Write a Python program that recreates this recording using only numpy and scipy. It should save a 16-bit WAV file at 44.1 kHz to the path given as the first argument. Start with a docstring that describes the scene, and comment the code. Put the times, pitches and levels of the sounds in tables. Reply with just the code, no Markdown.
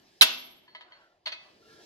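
"""A quiet garage background of patchy noise rises and falls; the chisel still rings faintly from an earlier blow.
At 0.21 s a hammer drives the chisel hard against a steel axle part: noise cracks and decaying sines, with chatter.
A dense clang of shaped noise dies away; beating sine pairs ring on high and thin until the hand grips the shank.
From 0.68 to 1.32 s the tool is set back in light knocks: short modes, scuffs of noise, choked pings.
Walls and floor answer the steel: single echoes and a dense tail by convolution."""
import sys
import numpy as np
from scipy import signal
from scipy.fft import rfft, irfft
from scipy.io import wavfile
from scipy.ndimage import uniform_filter1d

SR = 44100
rng = np.random.default_rng(int(sys.argv[2]) if len(sys.argv) > 2 else 0)


def gain_from_decibels(decibels):
    """Convert decibel values to linear amplitude factors."""
    exponent = np.asarray(decibels, float) / 20
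    return 10 ** exponent


def generate_wav(signal):
    """Clip the signal to [-1, 1] and save it as 16-bit WAV at the path in sys.argv[1]."""
    frames = np.transpose(np.atleast_2d(signal))
    scaled = np.clip(frames, -1, 1) * 32767
    pcm = np.round(scaled).astype(np.int16)
    wavfile.write(sys.argv[1], SR, pcm)


N = 81585
BLOW_S = 0.2108


def evened(x):
    """Scales to rms 1."""
    return x / np.sqrt(np.mean(x ** 2) + 1e-20)


def read(points, hz):
    """Interpolates a table along log frequency."""
    f, value = np.transpose(points)
    return np.interp(np.log(hz + 1), np.log(f + 1), value)


def since(s):
    """Seconds after a moment (0 before it), and a switch that is on from then."""
    t = np.arange(N) / SR - s
    return np.maximum(t, 0), t >= 0


def sides(left_minus_right_db):
    """Left and right gains that split a level difference evenly."""
    return gain_from_decibels([[left_minus_right_db / 2], [-left_minus_right_db / 2]])


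def above(x, hz):
    """Third-order high-pass."""
    return signal.sosfilt(signal.butter(3, hz, "high", fs=SR, output="sos"), x)


def ring(s, hz, db, t60, rise_s=0.00087):
    """One mode: an exponentially dying sine with a soft start."""
    t, _ = since(s)
    rise = np.sin(np.pi / 2 * np.minimum(t / rise_s, 1)) ** 2
    return rise * gain_from_decibels(db - 60 * t / t60) * np.sin(2 * np.pi * hz * t)


def burst(s, shape, db, t60):
    """A short puff of coloured noise, half shared between the channels."""
    rise_s = 0.0005
    hz, z = np.fft.rfftfreq(N, 1 / SR), rng.standard_normal((3, N))
    noise = evened(irfft(rfft(z[:2] + z[2]) * gain_from_decibels(read(shape, hz)), N))
    t, on = since(s)
    return noise * on * np.minimum(t / rise_s, 1) * gain_from_decibels(db - 60 * t / t60)


def air():
    """Patchy background noise; over a steady rumble, bass, middle and treble drift on their own."""
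    # background spectrum: (frequency [Hz], relative density [dB])
    colour = [(15, -58.5), (25, -31), (43, -15.5), (247, -5.5), (291, -12), (342, 0), (472, -16.5),
              (602, -8), (1470, -21.5), (1770, -11.5), (1970, -18), (2260, -15), (5070, -9), (8020, -22.5),
              (15700, -31.5)]
    # likeness of the channels: (frequency [Hz], correlation [-1 to 1])
    likeness = [(40, 0.92), (80, 1), (240, .8), (950, 0.37), (3770, -0.77), (15000, 1)]
    # background drift: (time [s], bass level [dB], middle level [dB], treble level [dB])
    drift = [(0, -61, -55.5, -68), (0.198, -62, -64.5, -65), (.6, -59, -66, -75.5),
             (.85, -73, -48.5, -80.5), (1.0, -70.5, -49.5, -73.5), (1.1, -76.5, -64.5, -77.5),
             (1.22, -71.5, -67, -85.5), (1.45, -64, -48, -68), (1.6, -57.5, -60, -68.5),
             (1.73, -53.5, -59, -59), (1.781, -59.5, -54.5, -62), (1.85, -54, -55, -57)]
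    rumble_hz, bass_hz, middle_hz, treble_hz = 45, 200, 1200, 6000
    rumble_db, patchy_rms_db = -64, 2.2

    frames, hz = N // 256 + 5, np.fft.rfftfreq(1024, 1 / SR)
    a, b, c, d, patches = rng.standard_normal((frames, 513, 5)).T
    patches = uniform_filter1d(patches, size=6, axis=0)  # along frequency
    patches = evened(uniform_filter1d(patches, size=12, axis=1))  # along time

    rows, t = np.transpose(drift), np.arange(frames) * 256 / SR
    bands_db = np.array([rumble_db + 0 * t] + [np.interp(t, rows[0], row) for row in rows[1:]])
    centres_hz = (rumble_hz, bass_hz, middle_hz, treble_hz)
    shares = np.array([read(list(zip(centres_hz, row)), hz) for row in np.identity(n=4)])

    same = np.clip(read(likeness, hz), -1, 1)[:, None]
    left, other = a + 1j * b, c + 1j * d
    right = same * left + np.sqrt(1 - same ** 2) * other
    z = np.array([left, right]) * gain_from_decibels(read(colour, hz)[:, None] + patchy_rms_db * patches)
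    flat = signal.istft(z, nperseg=1024, noverlap=768)[1]  # undrifted, sets the reference level
    drifting = signal.istft(z * gain_from_decibels(shares.T @ bands_db), nperseg=1024, noverlap=768)[1]
    return drifting[:, :N] / np.std(flat)


def tones():
    """Faint narrow bands of noise, from twice-smoothed complex noise shifted up, fade in and out."""
    # (frequency [Hz], width of each smoothing pole [Hz], level [dB], start [s], end [s])
    bands = [(1530, 170, -66, .86, 1.097), (1370, 66, -74.5, 0.94, 1.17), (650, 260, -71.5, 0.835, 1.2),
             (440, 35.6, -65.5, 1.55, 1.95), (1360, 90, -66.5, 1.6, 1.84), (1680, 150, -64.5, 1.652, 1.86)]
    fade_s = 0.046
    out, t = np.zeros(N), np.arange(N) / SR
    for hz, width_hz, db, start_s, end_s in bands:
        r, z = np.exp(-np.pi * width_hz / SR), rng.standard_normal((2, N))
        slow = signal.lfilter([1], [1, -r], z[0] + 1j * z[1])
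        slow = signal.lfilter([1], [1, -r], slow)
        tone = evened((slow * np.exp(2j * np.pi * hz * t)).real)
        out += gain_from_decibels(db) * np.clip(np.minimum(t - start_s, end_s - t) / fade_s, 0, 1) * tone
    return out


def garage(x):
    """Walls and floor: a few single echoes and a dense tail that builds up and dies by band."""
    # first echoes: (delay [s], left level [dB], right level [dB])
    echoes = [(.0045, -14.5, -10.5), (.0075, -9, -11.5), (.011, -15.5, -17.5), (.016, -13.5, -14.5)]
    # decay of the tail: (frequency [Hz], t60 [s])
    decay = [(200, 1), (700, 0.72), (1500, 0.46), (3000, 0.44), (6000, 0.5), (9000, 0.14), (15000, .2)]
    tail_db, build_s = -12, 0.004

    taps = np.zeros((2, SR))
    at = np.arange(100, SR - 20, 20) + rng.integers(0, 20, (2, (SR - 101) // 20))
    np.put_along_axis(taps, at, rng.choice([-1., 1.], at.shape), 1)
    hz, t, z = signal.stft(taps, SR, nperseg=256)
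    tail = signal.istft(z * gain_from_decibels(-60 * t / read(decay, hz)[:, None]), SR, nperseg=256)[1][:, :SR]
    tail = tail * np.minimum(np.arange(SR) / SR / build_s, 1)
    response = gain_from_decibels(tail_db) * tail / np.linalg.norm(tail[0])
    for k, (delay_s, left_db, right_db) in enumerate(echoes):
        response[:, round(delay_s * SR)] += (-1) ** k * gain_from_decibels([left_db, right_db])
    return signal.fftconvolve(x, response, axes=1)[:, :N]


def knock(s, db, spot, ping_db, lasts_s, scuff_db, rise_s):
    """A light contact: modes of the part and a scuff; apart, the ping of the tool until the grip chokes it."""
    # modes: (frequency [Hz], level at the heavy end [dB], level at the light end [dB], t60 [s])
    part = [(625, -16, -14.5, 0.31), (988.5, 4.5, -26.5, 0.091), (1281, -11.5, -13, 0.09),
            (1710, 6.5, -29, 0.052), (1978, -4, -4.5, 0.33), (2141, -6, 3.5, 0.079),
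            (2570, -28.5, -2, 0.46), (3080, 1.5, -6, 0.083), (3240, -4.5, 3, 0.081), (3500, -33, -3, 0.4),
            (3900, -21, 9.5, 0.035), (3910, -12.5, -6, 0.15), (4500, -40.5, 8, 0.069),
            (6010, -37, 1.5, 0.023)]
    # scuff spectrum: (frequency [Hz], relative density [dB per Hz])
    scuff_shape = [(180, -56), (300, -24.5), (955, -17), (3630, -10), (4400, -7.5), (5170, -22),
                   (9070, -44.5), (11500, -42), (14000, -63)]
    scuff_t60_s = 0.079
    free_s, settle_s, settle_db = 0.02, 0.005, -4  # rings freely, then settles and loses strength
    ping_hz, ping_t60_s = 4384.5, 0.9
    partner_hz, partner_gain, choked_t60_s = 4550, 0.14, 0.12

    modes = np.zeros(N)
    for sign, (hz, heavy_db, light_db, t60) in zip(rng.choice([-1., 1.], len(part)), part):
        modes += sign * ring(s, hz, heavy_db + spot * (light_db - heavy_db), t60, rise_s)
    modes = modes * gain_from_decibels(settle_db * np.minimum(since(s + free_s)[0] / settle_s, 1))
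    scuff = np.minimum(since(s)[0] / rise_s, 1) * burst(s, scuff_shape, scuff_db, scuff_t60_s)

    ping = ring(s, ping_hz, ping_db, ping_t60_s, rise_s)
    ping = ping + partner_gain * ring(s, partner_hz, ping_db, choked_t60_s, rise_s)
    ping = ping * gain_from_decibels(-60 * since(s + lasts_s)[0] / choked_t60_s)
    return gain_from_decibels(db) * np.array([modes + scuff, [ping, ping]])


def light_knocks():
    """The tool set back against the part: all contacts, with the pings apart, without the lows."""
    # (time [s], level [dB], spot [0 heavy end to 1 light end], shank ping [dB re level],
    #  ping lasts [s], scuff [dB re level], rise [s])
    contacts = [(.678, -57.5, 0, -1, 0.21, -15, 0.0018), (0.749, -41, 0.24, -15, 0.089, -7, 0.0009),
                (.808, -49, 0.18, -20, 0.034, -0.5, 0.0018), (.92, -50, 0.32, -7, 0.051, -11, 0.0014),
                (1.01, -66, 0.23, -11, 0.061, -10, 0.004), (1.257, -36.5, 0.86, 5.5, 0.015, 4.5, 0.0056),
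                (1.269, -38.5, 0.15, -0.5, 0.026, 8.5, 0.0014), (1.318, -39.5, 1, -4.5, 0.01, 6.5, 0.0059)]
    low_hz = 420
    return above(sum(knock(*row) for row in contacts), low_hz)


def frame():
    """Long rings of the frame that outlast the clang, with unlike phases in the two channels."""
    # (frequency [Hz], level [dB], t60 [s])
    modes = [(2629.6, -47.5, 0.68), (2980, -43.5, 0.79), (3072, -49, .6), (3200, -44, 1), (3150, -44, .55),
             (3251, -43, 0.31), (4670, -44.5, .35)]
    rise_s = 0.014
    t, phases = since(BLOW_S)[0], 2 * np.pi * rng.random((len(modes), 2, 1))
    rings = sum(gain_from_decibels(db - 60 * t / t60) * np.sin(2 * np.pi * hz * t + phase)
                for (hz, db, t60), phase in zip(modes, phases))
    return np.minimum(t / rise_s, 1) * rings


def wash():
    """Dense clang of the frame: so many modes that they blur to noise, each band dying at its own speed."""
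    # clang spectrum: (frequency [Hz], relative density [dB per Hz])
    shape = [(88, -52.5), (150, -26.5), (248, -11.5), (1220, -23), (1830, -18), (2180, -10), (2410, -13),
             (3350, -2.5), (8170, -31.5), (11800, -15), (15500, -57)]
    # clang decay: (frequency [Hz], t60 [s])
    decay = [(300, 0.53), (1000, 1), (3000, .7), (6000, .5), (10000, .4), (14000, 0.29)]
    level_db, rise_s = -30.5, 0.0067
    hz, t, z = signal.stft(rng.standard_normal((2, N)), SR, nperseg=256)
    colour = gain_from_decibels(read(shape, hz))[:, None]
    z = z * colour / np.sqrt(np.mean(colour ** 2))
    z = z * gain_from_decibels(-60 * np.maximum(t - BLOW_S, 0) / read(decay, hz)[:, None])
    clang = signal.istft(z, SR, nperseg=256)[1][:, :N]
    return gain_from_decibels(level_db) * np.minimum(since(BLOW_S)[0] / rise_s, 1) * clang


def shank():
    """Free ringing of the chisel: close mode pairs beat, an earlier blow lingers, the hand closes on it."""
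    # (centre frequency [Hz], level [dB], t60 before the grip [s], beat [Hz])
    modes = [(7640, -56, .8, 14), (11430, -35, 0.69, 16), (15400, -66.5, .6, 16)]
    earlier_blow_s, earlier_db = -0.42, -9
    build_s, free_s, gripped_t60_s = 0.22, 0.35, 0.82
    out = np.zeros(N)
    for s, blow_db in ((earlier_blow_s, earlier_db), (BLOW_S, 0)):
        build = np.minimum(since(s)[0] / build_s, 1)
        for hz, db, t60, beat_hz in modes:
            upper = ring(s, hz + beat_hz / 2, db + blow_db, t60)
            lower = ring(s, hz - beat_hz / 2, db + blow_db, t60)
            out += build * (upper + 0.6 * lower)
    return out * gain_from_decibels(-60 * since(BLOW_S + free_s)[0] / gripped_t60_s)


def face():
    """The struck face sings a short loud tone, held until the contact chokes it."""
    tone_hz, level_db, left_db = 3966, -1, -10.5
    rise_s, hold_s, t60_s = 0.0004, 0.0045, 0.004
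    t, on = since(BLOW_S)
    level = np.minimum(t / rise_s, 1) * gain_from_decibels(level_db - 60 * np.maximum(t - hold_s, 0) / t60_s)
    return gain_from_decibels([[left_db], [0]]) * on * level * np.sin(2 * np.pi * tone_hz * t)


def blow():
    """The blow and the chisel's chatter after it: every contact cracks and rings the modes of the axle."""
    # (time [s], modes level [dB], crack level [dB], left minus right [dB])
    contacts = [(.2108, -12, -16, 2), (.2148, -26.5, -12.5, 0), (.2185, -17, -7.5, -2.5),
                (.2222, -10, -11, 2.5), (.2285, -23.5, -23, -5.5), (.2355, -21, -25, 1.5)]
    # axle and chisel modes: (frequency [Hz], level re contact [dB], t60 before the cap [s],
    #  left minus right [dB])
    axle = [(254, -37, .4, 0), (641, -26.5, 0.25, 2.5), (695, -16.5, 0.054, -1.5), (979.5, -31.5, 0.21, 13),
            (1462, -20.5, 0.3, -0.5), (2300, -22.5, 0.33, 0.5), (2165, -21, 0.19, 4.5),
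            (2690, -14.5, 0.25, 10.5), (3390, -13.5, 0.14, 0.5), (3740, -28.5, 0.046, 9),
            (3827, -13, 0.049, -2), (3850, -10.5, 0.033, -5), (3940, -11.5, .1, -2.5), (4410, -10, 0.3, -1),
            (5066, -17.5, 0.15, -3.5), (10200, -11, 0.014, 6)]
    # crack spectrum: (frequency [Hz], relative density [dB per Hz])
    crack_shape = [(59, -54), (100, -38), (923, -14), (1190, -9), (1320, -10), (1470, -10), (1980, -9.5),
                   (3430, 2), (7990, -18), (10700, -12.5), (15700, -21)]
    crack_t60_s, low_hz = 0.057, 193
    most_cycles = 380  # caps the t60 of every mode
    out = np.zeros((2, N))
    for s, modes_db, crack_db, side_db in contacts:
        modes = np.zeros((2, N))
        for k, (hz, db, t60, pan_db) in enumerate(axle):
            mode = ring(s, hz, db + modes_db, min(t60, most_cycles / hz))
            modes += (-1) ** k * sides(pan_db) * mode
        out += sides(side_db) * (modes + burst(s, crack_shape, crack_db, crack_t60_s))
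    return above(out, low_hz)


def scene():
    """Steel near the microphones, its echoes, the background."""
    face_echo_db, knock_echo_db, ping_echo_db = -9, 1.5, -10
    hit, sung = blow(), face()
    knocks, pings = light_knocks()
    to_room = hit + gain_from_decibels(face_echo_db) * sung + gain_from_decibels(knock_echo_db) * knocks + gain_from_decibels(ping_echo_db) * pings
    steel = hit + sung + knocks + pings + wash() + frame() + shank()
    return steel + garage(to_room) + air() + tones()


def roll_off(x):
    """The treble ends steeply here."""
    return signal.sosfilt(signal.butter(12, 15880, fs=SR, output="sos"), x)


def record(dry):
    """The right port hears a little later, by a phase slope; the highest peaks clip."""
    right_lag_s = 0.00017
    lag = np.exp(-2j * np.pi * np.fft.rfftfreq(N, 1 / SR) * np.array([[0], [right_lag_s]]))
    mix = np.clip(irfft(rfft(dry) * lag, N), -1, 1)
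    return roll_off(mix)


dry = scene()
out = record(dry)
generate_wav(out)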